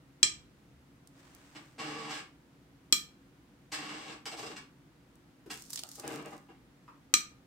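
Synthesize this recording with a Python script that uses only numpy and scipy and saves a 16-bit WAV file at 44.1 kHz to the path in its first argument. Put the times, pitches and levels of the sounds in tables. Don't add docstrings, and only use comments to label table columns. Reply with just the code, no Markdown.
import sys
import numpy as np
from scipy import signal
from scipy.fft import rfft, irfft
from scipy.io import wavfile
from scipy.ndimage import uniform_filter1d

SR = 44100
rng = np.random.default_rng(int(sys.argv[2]) if len(sys.argv) > 2 else 0)


def transcribe(signal):
    frames = np.atleast_2d(signal).T
    limited = np.clip(frames, -1, 1)
    pcm = np.round(limited * 32767).astype(np.int16)
    wavfile.write(sys.argv[1], SR, pcm)


N = 328986

# (time [s], slip rate [1/s])
SLIP_RATE = [(1.78, 75), (1.85, 78), (1.91, 72), (1.97, 77.5), (2.05, 73.5), (2.1, 77), (3.8, 77),
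             (3.9, 74), (3.95, 77)]


def slide_impacts(crack_db=-14, crack_t60=0.0066, rattle_db=-35, rattle_t60=0.087, rise_s=0.00054):
    # (time [s], force [dB], rebound delay [s], rebound level [dB], off-centre seating [0-1],
    # crack level [dB], shelf above 9 kHz [dB], left minus right [dB])
    strokes = [(0.2299, 0.5, .0032, -9, 0.06, 6, -8, -0.5), (2.9251, 0, 0.0046, -6, 0.12, 3.5, 7.5, 0.5),
               (7.1394, 1, 0.001026, 3, 1, 1, 2, -0.5)]
    # (frequency [Hz], t60 [s], level seated squarely [dB], off centre [dB])
    jig_modes = [(140, 0.036, -38, -47.5), (225.8, 0.022, -36.5, -35.5), (329, 0.043, -32, -40),
                 (1225.5, 0.074, -32.5, -25), (1785, 0.051, -37, -32.5), (2344, 0.17, -30.5, -32),
                 (2420, 0.062, -29, -22.5), (2810, 0.023, -31.5, -23.5), (3145, .035, -21, -33),
                 (3270, .055, -17.5, -25.5), (3685, 0.021, -28, -23), (4015, .025, -17, -17.5),
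                 (4108, 0.061, -16.5, -20.5), (4180, 0.021, -23, -14.5), (4830, 0.018, -13.5, -29),
                 (5523, 0.022, -10.5, -22.5), (5467, .045, -25, -34.5), (5900, 0.15, -31, -22),
                 (5840, 0.011, -20.5, -18.5), (7376, 0.034, -16, -31), (7860, 0.031, -12.5, -18.5),
                 (8623, 0.03, -21.5, -27)]
    # (frequency [Hz], level [dB])
    crack_spectrum = [(25, -40), (70, -12.5), (300, -8), (600, -27.5), (1000, -16.5), (2200, -6),
                      (4500, -2.5), (6500, 3), (8400, -3.5), (9500, -21.5), (12500, -12.5), (16000, -20.5)]
    t, out = np.arange(SR // 2) / SR, np.zeros((2, N))
    hz, t60, square_db, skew_db = np.transpose(jig_modes)[:, :, None]
    for start, force_db, delay, rebound_db, skew, hard_db, sizzle_db, pan_db in strokes:
        gain = amp(force_db) * pan(pan_db)
        modes = amp((1 - skew) * square_db + skew * skew_db) * dying(t, t60)
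        apart = np.pi / 2 * np.minimum(hz / 1000, 1) * rng.choice([-1, 1], hz.shape)
        apart *= rng.uniform(.7, 1.3, hz.shape)
        phase = rng.uniform(0, 2 * np.pi, hz.shape) + np.array([apart, -apart]) / 2
        ring = (modes * np.sin(2 * np.pi * hz * t + phase)).sum(1)
        add(out, start, gain * ring * (1 - np.exp(-t / rise_s)))
        force = amp(crack_db) * dying(t, crack_t60) + amp(rattle_db) * dying(t, rattle_t60)
        for at, blow_db in ((start, hard_db), (start + delay, hard_db + rebound_db)):
            burst = force * diffuse(rng.standard_normal((2, len(t))))
            crack = colour(burst, lambda f: curve(crack_spectrum, f) + sizzle_db * shelf(f, 8500))
            add(out, at, gain * amp(blow_db) * crack)
    return out + amp(-8.5) * room(out, gap_s=0.0063)


def chair_scrapes(slip_tilt_db=0.44, sag_db_per_s=13.5):
    # (time [s], length [s], level [dB], tilt [dB/octave])
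    jerks = [(1.547, 0.017, -44, 0), (1.778, 0.021, -43.5, 0), (3.716, 0.027, -32.5, 3.5),
             (4.252, 0.019, -36.5, 4), (4.31, 0.017, -39.5, 3.5), (4.367, 0.033, -43, 5),
             (4.415, 0.033, -47.5, 3.7), (4.453, 0.022, -47, 3), (4.494, 0.028, -49.5, 3),
             (4.557, 0.011, -41, 2), (5.499, 0.0074, -31.5, 2.5)]
    # (time [s], length [s], level [dB], roughness [0-1], tilt [dB/octave])
    drags = [(1.782, 0.32, -40.5, 0.33, -0.5), (2.086, 0.1, -42, 0.45, 1.4), (3.748, 0.38, -42.5, 0.6, 0.4)]
    t, out = np.arange(SR) / SR, np.zeros((2, N))
    jitter = .012 * unit(uniform_filter1d(rng.standard_normal(N), size=300))
    rate = np.interp(np.arange(N) / SR, *np.transpose(SLIP_RATE)) * (1 + jitter)
    slips = np.diff(np.floor(np.cumsum(rate) / SR), prepend=0)
    lag_s = .011 * (1 - np.sqrt(np.fft.rfftfreq(N)[::-1] * 2))
    lag_s += .004 * np.sin(np.fft.rfftfreq(N, 1 / SR) / 130)
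    slips = unit(irfft(rfft(slips) * np.exp(-2j * np.pi * np.cumsum(lag_s) * SR / N), N))
    grit = grains(per_s=3500, spread_db=5.0)

    def rub(start, push, rough, tilt_db):
        pulses, dust = (x[round(start * SR):][:len(t)] * push for x in (slips, grit))
        buzz = colour(pulses, lambda f: chair_tone(f, tilt_db + slip_tilt_db))
        rasp = colour(dust, lambda f: chair_tone(f, tilt_db))
        return np.sqrt(1 - rough) * buzz + np.sqrt(rough) * rasp
    for start, length, db, tilt_db in jerks:
        push = amp(db) * envelope(t, rise=0.0068, length=length, t60=0.048)
        add(out, start, rub(start, push, rough=0.71, tilt_db=tilt_db))
    for start, length, db, rough, tilt_db in drags:
        push = amp(db - sag_db_per_s * t) * envelope(t, rise=0.017, length=length, t60=0.12)
        add(out, start, rub(start, push, rough, tilt_db))
    return amp(-7) * out + amp(-1) * room(out)


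def chair_groans(level_db=-46.5):
    # (start [s], end [s], relative level [dB], harmonic number)
    groans = [(1.82, 1.93, -3, 4), (1.94, 2.06, -1, 6), (1.93, 2.06, 0, 15), (2.08, 2.21, -5, 21),
              (3.76, 3.89, -8, 15)]
    out = np.zeros((2, N))
    cycles = np.cumsum(np.interp(np.arange(N) / SR, *np.transpose(SLIP_RATE))) / SR
    for start, end, db, harmonic in groans:
        tone = np.sin(2 * np.pi * harmonic * cycles[round(start * SR):round(end * SR)])
        add(out, start, amp(level_db + db) * tone * signal.windows.tukey(len(tone), .5))
    return out + amp(-5) * room(out)


def casters_and_knocks(shove_s=6.01, roll_db=-43):
    # (time [s], level [dB])
    bumps = [(3.931, -43.5), (4.122, -45.5), (4.26, -40), (4.318, -38.5), (4.38, -38), (4.427, -37),
             (4.462, -44), (4.498, -40.5), (5.978, -44.5), (6.033, -41), (6.187, -40.5), (6.249, -38),
             (6.318, -40.5), (6.486, -48)]
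    # (time [s], level [dB], centre frequency [Hz], t60 [s])
    knocks = [(0.643, -50, 80.6, 0.043), (5.46, -35.5, 300, 0.039), (5.8336, -30, 900, 0.0088),
              (6.878, -41, 1110, 0.023)]
    speed = amp(roll_db) * envelope(np.arange(N) / SR - shove_s, rise=0.031, length=0.13, t60=0.4)
    floor = grains(per_s=1700, spread_db=2.5) * speed
    out = colour(floor, lambda f: chair_tone(f, tilt_db=-3) + low_cut(f, 150))
    t = np.arange(SR // 3) / SR

    def blow(db, t60):
        return amp(db) * rng.standard_normal(len(t)) * envelope(t, rise=0.0024, length=0, t60=t60)
    for start, db in bumps:
        bump = colour(blow(db, t60=0.11), lambda f: chair_tone(f, tilt_db=-1) + hump(f, 520, 1.4))
        add(out, start, bump)
    for start, db, centre_hz, t60 in knocks:
        add(out, start, colour(blow(db, t60), lambda f: hump(f, centre_hz, octaves=0.38)))
    return amp(-8) * out + amp(-1) * room(out)


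def chair_tone(hz, tilt_db):
    # (frequency [Hz], width [Hz], height [dB])
    tone_peaks = [(305, 36, 16), (443, 68, 6.5), (802, 78, 7), (1137, 205, 5), (1700, 260, -2.5),
                  (2200, 140, -1.5), (2825, 270, 0), (5040, 270, -4), (8070, 610, 6.5)]
    # (frequency [Hz], level [dB])
    slope = [(70, -29.5), (140, -2), (200, -3), (300, -6), (600, -1.5), (1300, -5), (2500, -2), (4500, -6),
             (6500, -12), (8600, -18.5), (10000, -32.5), (12000, -26.5), (16000, -43)]
    peaks = sum(amp(db) / (1 + (2 * (hz - centre) / width) ** 2) for centre, width, db in tone_peaks)
    return curve(slope, hz) + 20 * np.log10(1 + peaks) + tilt_db * np.log2(hz + 1)


def plastic_film(snap_db=-6, crease_db=-7.5, crinkle_hz=6500):
    # (time [s], relative level [dB], centre frequency [Hz], t60 [s])
    snaps = [(1.074, -40.5, 6900, 0.0072), (1.349, -39.5, 8700, 0.01), (5.156, -46.5, 8500, .005),
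             (5.622, -36, 7660, .015), (5.704, -31.5, 9100, .028), (5.7315, -27, 7240, 0.049),
             (5.7583, -24.5, 5960, 0.025), (5.7743, -32, 4070, 0.082), (5.7917, -27.5, 5030, 0.036),
             (5.8358, -22.5, 4960, 0.0094), (5.89, -31, 6700, 0.0087), (5.915, -36, 6900, .03),
             (5.955, -36.5, 7100, 0.027), (5.997, -31, 7000, 0.029), (6.078, -24, 7000, 0.011),
             (6.259, -37.5, 7500, 0.011)]
    # (time [s], length [s], level [dB])
    presses = [(5.5, 0.015, -46.5), (5.563, 0.076, -63), (5.675, 0.068, -49.5), (5.838, .14, -53),
               (6.045, 0.093, -54), (6.233, 0.084, -63)]
    t, out = np.arange(SR // 12) / SR, np.zeros((2, N))

    def sheet(f, centre_hz):
        film = hump(f, centre_hz, octaves=0.75) + low_cut(f, 0.47 * centre_hz) - 4 * shelf(f, 8800)
        lid = hump(f, 1400, octaves=1.0) - 13
        return np.maximum(film, lid)
    for start, db, centre_hz, t60 in snaps:
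        burst = diffuse(rng.standard_normal((2, len(t)))) * dying(t, t60)
        add(out, start, amp(db + snap_db) * colour(burst, lambda f: sheet(f, centre_hz)))
    pressure = sum(amp(db) * envelope(np.arange(N) / SR - start, length, length, t60=0.39)
                   for start, length, db in presses)
    creases = amp(crease_db) * grains(per_s=90, spread_db=4.5)
    crinkle = np.array([grains(per_s=1000, spread_db=-1.0) for _ in range(2)])
    out += colour((crinkle + creases) * pressure, lambda f: sheet(f, crinkle_hz))
    return (out + amp(-10) * room(out)) * pan(-2)


def sleeve(start_s=1.113, level_db=-63):
    # (frequency [Hz], level [dB])
    swish_spectrum = [(150, -2), (700, 2.5), (1600, 3.5), (4000, -4.5), (8500, -6), (10500, -18),
                      (16000, -15)]
    fibres = np.array([grains(per_s=5300, spread_db=2.5) for _ in range(2)])
    reach = amp(level_db) * envelope(np.arange(N) / SR - start_s, rise=0.082, length=0.544, t60=1)
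    return colour(diffuse(fibres) * reach, lambda f: curve(swish_spectrum, f))


def ventilation(air_db=-61.5, duct_hz=277, duct_width_hz=14, duct_db=-68):
    # (frequency [Hz], level [dB])
    air_spectrum = [(15, -51.5), (25, -26.5), (59, -3), (92, -14), (127, -0.5), (249, -8), (277, -9),
                    (363, -8), (427, -20), (476, -10.5), (545, -18), (1230, -20.5), (1400, -20.5),
                    (14800, -40), (16000, -38)]
    air = colour(diffuse(rng.standard_normal((2, N))), lambda f: curve(air_spectrum, f))
    drone = colour(rng.standard_normal(N),
                   lambda f: -20 * np.log10(1 + ((f - duct_hz) / duct_width_hz) ** 2))
    return amp(air_db) * air + amp(duct_db) * drone


def room(x, gap_s=0.0019):
    # (frequency [Hz], t60 [s])
    decay_times = [(100, 1), (400, 0.18), (1200, 0.35), (3000, 0.29), (7000, 0.24), (14000, 0.23)]
    hz, t, bands = signal.stft(diffuse(rng.standard_normal((2, 24000))), SR, nperseg=256)
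    tail = signal.istft(bands * dying(t, curve(decay_times, hz)[:, None]), SR, nperseg=256)[1]
    tail *= np.clip(np.arange(tail.shape[1]) / (gap_s * SR) - .5, 0, 1)
    return signal.fftconvolve(x, tail / np.linalg.norm(tail, axis=1, keepdims=True), axes=1)[:, :N]


def diffuse(pair):
    # (frequency [Hz], correlation [0-1])
    coherence = [(100, 0.93), (300, 0.89), (640, 0.49), (1400, 0.084), (5000, 0.01)]
    left, right = rfft(pair)
    same = curve(coherence, np.fft.rfftfreq(pair.shape[1], 1 / SR))
    return irfft(np.array([left, same * left + np.sqrt(1 - same ** 2) * right]), pair.shape[1])


def grains(per_s, spread_db):
    size = amp(spread_db * np.minimum(rng.exponential(1, N), 4))
    return unit(rng.standard_normal(N) * size * (rng.random(N) < per_s / SR))


def colour(x, db_at):
    db = db_at(abs(np.fft.fftfreq(4096, 1 / SR)))
    log_gain = np.log(amp(np.maximum(db, db.max() - 80)))
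    taps = np.fft.ifft(np.exp(np.conj(signal.hilbert(log_gain)))).real
    taps /= np.linalg.norm(taps)
    return signal.fftconvolve(np.atleast_2d(x), taps[None], axes=1)[:, :x.shape[-1]]


def curve(points, hz):
    f, value = np.transpose(points)
    return np.interp(np.log(hz + 1), np.log(f + 1), value)


def hump(hz, centre_hz, octaves):
    return -20 * np.log10(1 + (np.log2((hz + 1) / centre_hz) / octaves) ** 2 / 2)


def low_cut(hz, edge_hz):
    return -10 * np.log10(1 + (edge_hz / (hz + 1)) ** 6)


def shelf(hz, edge_hz):
    return np.clip((hz - edge_hz) / 1000, 0, 1)


def envelope(t, rise, length, t60):
    return np.clip(t / rise, 0, 1) * dying(np.clip(t - length, 0, 2 * t60), t60)


def dying(t, t60):
    return np.exp(-np.log(1000) * t / t60)


def amp(db):
    return 10 ** (np.asarray(db) / 20)


def pan(db):
    return amp([[db / 2], [-db / 2]])


def unit(x):
    return x / np.sqrt(np.mean(x ** 2) + 1e-20)


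def add(mix, start_s, sound):
    part = mix[:, round(start_s * SR):][:, :sound.shape[-1]]
    part += sound[..., :part.shape[1]]


def scene():
    return (slide_impacts() + chair_scrapes() + chair_groans() + casters_and_knocks()
            + plastic_film() + sleeve() + ventilation())


def record(dry):
    low_pass = signal.firwin(255, 15900, window=("kaiser", 9), fs=SR)
    return signal.oaconvolve(np.tanh(dry), low_pass[None], "same")


dry = scene()
out = record(dry)
transcribe(out)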